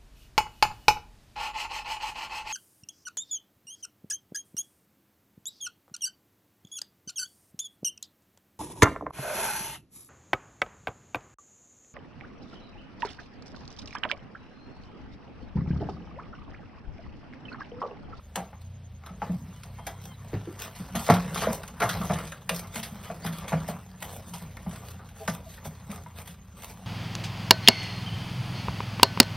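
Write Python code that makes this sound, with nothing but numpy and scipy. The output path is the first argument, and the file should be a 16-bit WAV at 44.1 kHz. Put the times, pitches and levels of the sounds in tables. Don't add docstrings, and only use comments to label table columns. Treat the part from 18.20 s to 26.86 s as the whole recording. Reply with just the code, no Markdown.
import sys
import numpy as np
from scipy import signal
from scipy.fft import rfft, irfft
from scipy.io import wavfile
from scipy.ndimage import uniform_filter1d

SR = 44100
rng = np.random.default_rng(int(sys.argv[2]) if len(sys.argv) > 2 else 0)


def unload_audio(sound):
    columns = np.transpose(np.atleast_2d(sound))
    steps = np.round(np.clip(columns, -1, 1) * 32767)
    wavfile.write(sys.argv[1], SR, steps.astype(np.int16))


N = 381906

# start_s, level_db, resonance_hz, chatter_t60_s
KNOCKS = [(0.162, -22.5, 780, 0.2), (0.329, -36.5, 850, 0.065), (0.861, -37.5, 1190, 0.13),
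          (1.018, -20.5, 870, 0.065), (1.585, -35, 846, 0.13), (1.667, -27.5, 740, 0.17),
          (2.131, -22, 314, 0.051), (2.271, -27.5, 334, 0.062), (2.746, -23, 690, 0.16),
          (2.889, -8, 650, 0.03), (2.899, -4, 660, 0.048), (2.939, -22.5, 1420, 0.06),
          (3.159, -19.5, 1110, 0.034), (3.268, -11, 532, 0.09), (3.435, -35, 1500, 0.039),
          (3.603, -20.5, 1360, 0.13), (3.626, -16, 1720, 0.04), (3.629, -16, 690, 0.11),
          (3.813, -26, 1150, 0.1), (3.898, -16.5, 650, 0.095), (4.121, -30.5, 1580, 0.064),
          (4.295, -24.5, 560, 0.17), (4.9, -23, 666, 0.061), (5.046, -27, 830, 0.039),
          (5.32, -19.5, 810, 0.065), (5.329, -22, 1530, 0.043), (5.337, -20.5, 576, 0.045),
          (5.486, -22, 670, 0.097), (5.827, -34, 755, 0.31), (6.369, -35.5, 2000, 0.072),
          (6.463, -31.5, 730, 0.063), (6.792, -42, 1330, 0.15), (7.079, -17, 1630, 0.025),
          (7.081, -23, 645, 0.063), (7.378, -39, 1750, 0.06), (7.454, -31.5, 706, 0.092),
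          (7.861, -34, 980, 0.068)]
# start_s, level_db, pitch_hz, t60_s
THUDS = [(0.171, -28.5, 179, 0.24), (0.903, -34.5, 184, 0.27), (1.096, -20, 180, 0.13),
         (1.13, -23, 180, 0.16), (2.14, -20, 102.4, 0.31), (2.6, -25.5, 178, 0.086),
         (2.752, -23.5, 225, 0.21), (2.913, -13, 106, 0.13), (2.917, -11.5, 178.5, 0.42),
         (3.289, -22, 223, 0.11), (3.641, -27.5, 113, 0.33), (3.739, -26, 98, 0.18),
         (3.804, -20.5, 166, 0.11), (3.902, -22, 156.6, 0.19), (4.309, -27, 173.3, 0.42),
         (4.559, -30, 221, 0.36), (4.72, -32.5, 207, 0.31), (5.053, -22.5, 166.4, 0.28),
         (5.331, -16.5, 160.8, 0.31), (5.491, -27.5, 165, 0.21), (6.11, -33.5, 174.7, 0.48),
         (6.468, -25.5, 180, 0.07), (7.085, -23, 168, 0.14), (7.462, -29, 155.6, 0.24),
         (7.691, -27.5, 203, 0.21), (8.09, -39.5, 176, 0.13)]
# start_s, level_db, t60_s
SNAPS = [(0.156, -24.5, 0.05), (0.861, -43, 0.05), (1.4338, -38.5, 0.042), (1.6664, -30.5, 0.072),
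         (2.392, -38, 0.045), (2.44, -39, 0.059), (2.549, -43, 0.46), (2.751, -28.5, 0.14),
         (2.899, -24.5, 0.067), (2.9385, -28.5, 0.058), (3.1444, -29, 0.14), (3.173, -29, 0.24),
         (3.2088, -31.5, 0.25), (3.433, -36.5, 0.042), (3.477, -36.5, 0.044), (3.6, -30.5, 0.19),
         (3.6186, -30.5, 0.31), (3.69, -25.5, 0.12), (3.815, -37, 0.052), (3.845, -35.5, 0.37),
         (3.934, -32, 0.1), (3.984, -37, 0.1), (4.068, -40.5, 0.19), (4.119, -37.5, 0.053),
         (4.2929, -17.5, 0.041), (4.557, -25.5, 0.075), (4.628, -31.5, 0.17), (4.833, -39, 0.28),
         (5.061, -30.5, 0.11), (5.125, -39.5, 0.12), (5.2786, -35, 0.22), (5.479, -36.5, 0.065),
         (5.825, -28, 0.031), (6.135, -35.5, 0.14), (6.369, -37.5, 0.023), (6.511, -42, 0.056),
         (6.888, -49, 0.057), (7.076, -29, 0.14), (7.448, -44, 0.051)]
# pitch_hz, level_db, base_t60_s
DRUM_MODES = [(74.4, 3.5, 0.11), (104, -14.5, 0.38), (118, -4, 0.25), (160.5, 4.5, 0.19), (184, 3, 0.26),
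              (227.4, -6, 0.24), (263, -12.5, 0.45)]
# freq_hz, gain_db
RATTLE_SPECTRUM = [(200, -102), (1000, -11.5), (2200, 2.5), (3600, 6.5), (4900, 1.5), (5600, 2),
                   (6400, 5.5), (7400, 3), (11000, -1.5), (13000, 0.5), (16000, 0.5)]


def amp(db):
    return 10 ** (np.asarray(db) / 20)


def unit_rms(x):
    return x / np.sqrt(np.mean(x ** 2) + 1e-20)


def unit_peak(x):
    return x / np.sqrt(uniform_filter1d(x ** 2, 256).max() + 1e-20)


def log_interp(points, hz):
    points_hz, values = np.transpose(points)
    return np.interp(np.log(hz + 1), np.log(points_hz + 1), values)


def curves(rows):
    times_s, *columns = np.transpose(rows)
    return [np.interp(np.arange(N) / SR, times_s, column) for column in columns]


def add(mix, start_s, sound):
    part = mix[max(round(start_s * SR), 0):][:len(sound)]
    part += sound[:len(part)]


def drift(rate_hz):
    return unit_rms(signal.resample(rng.standard_normal(max(int(2 * rate_hz * N / SR), 4)), N))


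def colour(x, spectrum, size=4096):
    log_gain = np.log(amp(log_interp(spectrum, abs(np.fft.fftfreq(size, 1 / SR)))))
    taps = np.fft.ifft(np.exp(np.conj(signal.hilbert(log_gain)))).real
    return signal.fftconvolve(x, taps[:size // 2])[:len(x)]


def grains(size, per_s, spread_db):
    hardness = amp(spread_db * np.minimum(rng.exponential(1, size), 4))
    return unit_rms(rng.standard_normal(size) * hardness * (rng.random(size) < per_s / SR))


def burst(t60_s, rise_s, per_s, spread_db):
    t = np.arange(SR // 2) / SR
    envelope = (1 - np.exp(-t / rise_s)) * np.exp(-np.log(1000) * t / max(t60_s, .01))
    return grains(len(t), per_s, spread_db) * envelope


def slips(per_s, depth_db, settle_s=0.003):
    jerks = np.minimum(rng.exponential(1, N), 2) ** 2 * (rng.random(N) < per_s / SR)
    power = signal.lfilter([1], [1, -np.exp(-1 / (settle_s * SR))], jerks)
    return unit_rms(np.sqrt(1 + amp(depth_db) ** 2 * power / power.mean()))


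def swells(rows):
    pressure = np.zeros(N)
    for centre_s, level_db, length_s in rows:
        add(pressure, centre_s - length_s / 2, amp(level_db) * np.hanning(max(int(length_s * SR), 8)))
    return pressure


def ring(modes, damping=1, size=SR // 2):
    t = np.arange(size) / SR
    response = sum((-1) ** k * amp(db - 60 * t * damping / t60_s) * np.sin(2 * np.pi * hz * t)
                   for k, (hz, db, t60_s) in enumerate(modes))
    return response / np.linalg.norm(response)


def air(level_db=-53.5):
    # freq_hz, gain_db
    spectrum = [(25, -22), (60, 10.5), (110, -18.5), (200, 1), (320, -20.5), (600, -15), (1200, -25),
                (3300, -27), (6500, -38.5), (10000, -52), (16000, -88)]
    return amp(level_db + 2 * drift(2.8)) * unit_rms(colour(rng.standard_normal(N), spectrum))


def insect(level_db=-70, pitch_hz=6500, ticks_per_s=10):
    band = [(pitch_hz - 900, -50), (pitch_hz - 200, 0), (pitch_hz + 200, 0), (pitch_hz + 900, -50)]
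    buzz = colour(rng.standard_normal(N), band)
    ticks = np.sin(np.pi * np.cumsum(ticks_per_s + drift(2)) / SR) ** 4
    return amp(level_db) * unit_rms(buzz * ticks)


def engine(waver_db=3):
    # time_s, firing_hz, level_db
    running = [(0.25, 26, -52), (.4, 28.8, -44), (.55, 31.2, -45), (.95, 25, -45.5), (1.2, 30.3, -46.5),
               (2.1, 33, -47), (3, 31.5, -52), (5.4, 32.2, -53), (6.1, 30.7, -46.5), (7.1, 28.9, -48),
               (8, 28.6, -48), (8.6, 24.5, -50.5)]
    # firing_multiple, level_db
    orders = [(1, -35), (2, -12.5), (3, -0.5), (4, -5.5), (5, -12)]
    firing_hz, level_db = curves(running)
    cycles = np.cumsum(firing_hz * (1 + 0.0055 * drift(7))) / SR
    hum = sum(amp(db + waver_db * drift(5.9)) * np.sin(2 * np.pi * (k * cycles + rng.random()))
              for k, db in orders)
    return amp(level_db) * unit_rms(hum)


def far_bird(waver=0.00345, fade_s=0.01):
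    # time_s, pitch_hz, level_db
    call = [(1.3, 900, -59), (1.34, 947, -76), (1.378, 1000, -58), (1.41, 974, -87), (1.564, 1030, -82),
            (1.59, 1062, -60), (1.85, 1098, -68), (1.925, 1042, -53), (1.95, 1000, -71)]
    # pitch_multiple, level_db
    harmonics = [(1, -3), (2, -6), (3, -0.5)]
    pitch_hz, level_db = curves(call)
    t = np.arange(N) / SR
    fade = np.clip(np.minimum(t - call[0][0], call[-1][0] - t) / fade_s, 0, 1)
    cycles = np.cumsum(pitch_hz * (1 + waver * drift(80))) / SR
    tone = sum(amp(db) * np.sin(2 * np.pi * k * cycles) for k, db in harmonics)
    return fade * amp(level_db) * unit_rms(tone)


def small_bird(gain_db=-3, chip_s=0.047):
    # start_s, start_hz, end_hz, level_db
    chips = [(1.925, 4110, 3830, -54), (5.022, 4400, 5300, -41)]
    out, arch = np.zeros(N), np.hanning(int(chip_s * SR))
    for start_s, start_hz, end_hz, level_db in chips:
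        pitch_hz = np.linspace(start_hz, end_hz, len(arch)) * (1 + .02 * drift(300)[:len(arch)])
        add(out, start_s, amp(level_db + gain_db) * arch * np.sin(2 * np.pi * np.cumsum(pitch_hz) / SR))
    return out


def enclosure(x, early_db=-9, tail_db=-15, tail_t60_s=0.38, path_sets=4):
    t, out = np.arange(SR // 2) / SR, x
    for k in range(path_sets):
        early = grains(len(t), per_s=1500, spread_db=0.48) * (t > .004) * np.exp(-t / 0.025)
        tail = colour(rng.standard_normal(len(t)), [(100, 6.5), (1500, -14.5), (5000, -31), (16000, -2)])
        tail = tail * (1 - np.exp(-t / 0.01)) * np.exp(-np.log(1000) * t / tail_t60_s)
        echoes = amp(early_db) * early / np.linalg.norm(early)
        echoes += amp(tail_db) * tail / np.linalg.norm(tail)
        crossfade = np.maximum(np.cos(2 * np.pi * (np.arange(N) / SR + k / path_sets)), 0)
        out = out + signal.fftconvolve(x * crossfade, echoes)[:N]
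    return out


def wall(force, ring_db, stretch=1, t60_at_650hz_s=0.11):
    # pitch_hz, level_db
    wall_modes = [(384, 12.5), (445, 7), (530, 2.5), (646, 19), (717, 10), (805, -0.5), (870, 13),
                  (1065, 20.5), (1190, 14.5), (1275, 21.5), (1390, -0.5), (1643, 12), (2111, 9.5)]
    # freq_hz, gain_db
    spectrum = [(60, -50), (200, -11.5), (330, -5.5), (450, 2), (700, 1), (1000, 1.5), (1500, -4.5),
                (2200, -8), (4000, -19), (7000, -23), (16000, -72)]
    modes = [(hz * stretch, db, t60_at_650hz_s * np.sqrt(650 / hz)) for hz, db in wall_modes]
    ringing = signal.fftconvolve(force, ring(modes, size=SR // 5))[:len(force)]
    return unit_rms(colour(force, spectrum)) + amp(ring_db) * unit_rms(ringing)


def turning(x, depth_db=3.2):
    frames = signal.stft(x, nperseg=512, noverlap=384)[2]

    def patches(bins, hops):
        across_freq = uniform_filter1d(rng.standard_normal(frames.shape), bins, axis=0)
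        return unit_rms(uniform_filter1d(across_freq, hops, axis=1))

    flare = np.clip(patches(5, 12) + .5 * patches(40, 20), -2, 2)
    return signal.istft(frames * unit_rms(amp(depth_db * flare)), nperseg=512, noverlap=384)[1][:N]


def agitation(blows, swing_db, follow, shake_db, settle_db_per_s):
    # time_s, effort_db
    swing = [(0, -14), (0.7, -22), (1.1, -5), (1.9, -6.5), (2.65, 0.5), (3.25, 11), (3.55, -4), (3.75, 13),
             (4.05, 7.5), (4.2, -6.5), (4.6, 0), (5.45, 3), (5.73, -7.5), (5.9, -0.5), (6.9, -8),
             (7.75, -4), (8.27, -13), (8.65, -2)]
    effort_db, = curves(swing)
    shake_power, t = np.zeros(N), np.arange(SR) / SR
    for start_s, level_db, *_ in blows:
        add(shake_power, start_s, amp(level_db - settle_db_per_s * t) ** 2)
    return np.hypot(amp(swing_db + follow * effort_db), amp(shake_db) * np.sqrt(shake_power))


def rubbing(clump_db=0.77):
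    drum_gain = agitation(THUDS, swing_db=-47.5, follow=0.8, shake_db=-20.5, settle_db_per_s=80)
    wall_gain = agitation(KNOCKS, swing_db=-52, follow=0.97, shake_db=-22.5, settle_db_per_s=124)
    chain_gain = agitation(SNAPS, swing_db=-56.5, follow=0.82, shake_db=-33.5, settle_db_per_s=79)
    clumps = amp(clump_db * drift(30))
    jerks = clumps * slips(per_s=96, depth_db=-4)
    fine = grains(N, per_s=5000, spread_db=1)
    crackle = grains(N, per_s=5000, spread_db=1.8)
    shudder = unit_rms(signal.fftconvolve(fine * clumps, ring(DRUM_MODES, damping=1.7))[:N])
    scrape = unit_rms(wall(fine * jerks, ring_db=-18))
    rattle = unit_rms(colour(crackle * jerks, RATTLE_SPECTRUM))
    return drum_gain * shudder + wall_gain * scrape + chain_gain * rattle


def scuffs(gain_db=3, wall_db=-5):
    # centre_s, level_db, length_s
    slides = [(0.42, -56.5, 0.028), (1.85, -55, 0.14), (2.427, -42, 0.11), (2.868, -41.5, 0.29),
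              (3.34, -40.5, 0.079), (4.365, -42, 0.17), (4.572, -37.5, 0.11), (4.675, -49.5, 0.083),
              (5.068, -42, 0.075), (5.185, -49, 0.11), (5.495, -41, 0.076), (5.835, -43, 0.084),
              (5.925, -47, 0.18), (6.089, -49, 0.07), (6.18, -52.5, 0.18), (6.542, -51.5, 0.24),
              (6.687, -50, 0.14), (7.012, -51, 0.17), (7.14, -50, 0.059), (7.322, -51.5, 0.2),
              (7.465, -41.5, 0.059), (7.738, -49, 0.11), (7.992, -49.5, 0.11), (8.094, -48, 0.12),
              (8.425, -51, 0.2), (8.506, -49, 0.078)]
    force = swells(slides) * grains(N, per_s=6000, spread_db=1.7) * slips(per_s=80, depth_db=0.5)
    crunch = unit_rms(colour(force, RATTLE_SPECTRUM))
    body = unit_rms(wall(force, ring_db=-17))
    return amp(gain_db) * np.std(force) * (crunch + amp(wall_db) * body)


def chain_snaps(gain_db=-3, softness=0.0088):
    # freq_hz, gain_db
    link_spectrum = [(200, -17.5), (900, 7.5), (2000, 5), (3600, 4.5), (4900, 0), (5600, -1.5), (6400, 6),
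                     (7400, -5), (11000, -2), (13000, -5), (16000, -10.5)]
    out = np.zeros(N)
    for start_s, level_db, t60_s in SNAPS:
        force = burst(t60_s, rise_s=softness * t60_s, per_s=8000, spread_db=2.5)
        add(out, start_s, amp(level_db + gain_db) * unit_peak(colour(force, link_spectrum)))
    return out


def squeaks(waver=0.0133):
    # centre_s, level_db, length_s, pitch_hz
    catches = [(0.896, -44, 0.029, 1280), (4.865, -50, 0.08, 1250), (5.185, -51, 0.12, 1293),
               (7.021, -41, 0.065, 436), (7.022, -44, 0.055, 802), (7.03, -39.5, 0.08, 650),
               (7.272, -42.5, 0.028, 654)]
    out = np.zeros(N)
    for centre_s, level_db, length_s, pitch_hz in catches:
        cycles = np.cumsum(pitch_hz * (1 + waver * drift(120))) / SR
        out += swells([(centre_s, level_db, length_s)]) * np.sin(2 * np.pi * cycles)
    return out


def paw_drags():
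    # centre_s, level_db, length_s
    strokes = [(0.87, -51, 0.2), (1.09, -56, 0.083), (2.44, -48, 0.15), (2.887, -29, 0.065),
               (3.06, -56, 0.085), (3.175, -32.5, 0.054), (3.23, -31, 0.07), (3.63, -26, 0.09),
               (3.98, -42.5, 0.13), (4.45, -48, 0.16), (4.67, -47.5, 0.084), (5.09, -40, 0.07),
               (6.57, -53, 0.26), (7.73, -45.5, 0.2), (8.0, -50.5, 0.11)]
    force = swells(strokes) * grains(N, per_s=3000, spread_db=0.67) * slips(per_s=170, depth_db=5)
    return np.std(force) * unit_rms(wall(force, ring_db=0.5))


def boom(pitch_hz, t60_s, drum_db=-7, rise_s=0.0031, flutter_db=-9):
    t = np.arange(SR // 2) / SR
    panel = unit_peak(ring([(pitch_hz, 0, t60_s)]))
    drum = unit_peak(ring(DRUM_MODES, damping=0.92))
    hollow = unit_peak((panel + amp(drum_db) * drum) * (1 - np.exp(-t / rise_s)))
    buckling = burst(t60_s=0.11, rise_s=0.0092, per_s=3300, spread_db=1)
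    spectrum = [(30, -22), (70, -28), (130, 11), (240, 1.5), (340, -14.5), (700, -6), (2000, -75)]
    return unit_peak(hollow + amp(flutter_db) * unit_peak(colour(buckling, spectrum)))


def thuds(gain_db=-5, knock_share_db=-17, knock_lag_s=0.00588):
    out = np.zeros(N)
    for start_s, level_db, pitch_hz, t60_s in THUDS:
        add(out, start_s, amp(level_db + gain_db) * boom(pitch_hz, t60_s))
    for start_s, level_db, *_ in KNOCKS:
        add(out, start_s + knock_lag_s, amp(level_db + knock_share_db) * boom(pitch_hz=190, t60_s=0.13))
    return out


def slam(start_s=2.897, level_db=-7, pitch_hz=190):
    out, t = np.zeros(N), np.arange(SR // 70) / SR
    add(out, start_s, amp(level_db) * np.hanning(len(t)) * np.sin(2 * np.pi * pitch_hz * t))
    return out


def knocks(gain_db=-8, strike_db=17, glance_db_per_s=65, softness=0.011, reach=2.36):
    out = np.zeros(N)
    for start_s, level_db, resonance_hz, t60_s in KNOCKS:
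        chatter = burst(t60_s, rise_s=softness * t60_s, per_s=5500, spread_db=2.5)
        strike = amp(strike_db - glance_db_per_s * t60_s) * signal.unit_impulse(len(chatter), SR // 1000)
        padding = signal.butter(2, min(reach * resonance_hz, SR / 3), fs=SR)
        force = signal.lfilter(*padding, chatter + strike)
        clack = wall(force, ring_db=-6.5, stretch=1 + .007 * rng.standard_normal())
        resonance = signal.iirpeak(resonance_hz, Q=2.4, fs=SR)
        spot = signal.lfilter(*resonance, signal.lfilter(*resonance, clack))
        wall_share = min(resonance_hz / 600, 1) ** 3
        knock = unit_peak(wall_share * unit_rms(clack) + unit_rms(spot))
        add(out, start_s, amp(level_db + gain_db) * knock)
    return out


def stereo_ports(x):
    # freq_hz, left_lead_rad
    port_phase = [(0, 0), (2050, 0), (2480, .4), (2850, .02), (3850, .02), (4400, .6), (4750, .03),
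                  (5400, .03), (5900, 1.5), (6350, 2.2), (6700, 3.12), (7850, 3.14), (7960, 0),
                  (13000, .03), (13700, 1.3), (14300, 3.05), (16000, 3.1)]
    # freq_hz, left_right_likeness
    port_likeness = [(0, 1), (110, 1), (200, .999), (330, .992), (650, .997), (1200, .975), (1900, .997),
                     (2480, .88), (2900, .997), (3750, .997), (4450, .72), (4750, .99), (5300, .99),
                     (5800, .6), (6900, .998), (11500, .995), (12050, .8), (12400, .99), (13000, .98),
                     (13400, .55), (16000, .6)]
    # freq_hz, left_minus_right_db
    port_balance = [(250, 0), (400, -.4), (950, 1.2), (1300, .9), (2000, 0)]
    hz, spectrum = np.fft.rfftfreq(N, 1 / SR), rfft(x)
    likeness = np.clip(log_interp(port_likeness, hz), 0, 1)
    frames = signal.stft(irfft(np.sqrt(1 - likeness) * spectrum, N), nperseg=256)[2]
    scatter = signal.istft(frames * np.exp(2j * np.pi * rng.random(frames.shape)))[1][:N]
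    mid = np.sqrt((1 + likeness) / 2) * spectrum
    side = rfft(scatter) * np.minimum(hz / 220, 1) ** 3
    lean = amp(log_interp(port_balance, hz) / 2)
    left = (mid + side) * np.exp(1j * log_interp(port_phase, hz)) * lean
    right = (mid - side) / lean
    return irfft(np.array([left, right]), N)


def scene():
    contacts = knocks() + paw_drags() + squeaks() + turning(chain_snaps() + scuffs() + rubbing())
    barrels = enclosure(contacts) + thuds() + slam()
    barrels = signal.sosfilt(signal.butter(2, 55, "highpass", fs=SR, output="sos"), barrels)
    return stereo_ports(barrels + engine() + far_bird() + small_bird() + air() + insect())


def record(dry):
    cutoff_hz = 15820
    taps = signal.firwin(511, cutoff_hz, window=("kaiser", 9), fs=SR)
    return signal.oaconvolve(dry, taps[None], "same")


dry = scene()
out = record(dry)
unload_audio(out)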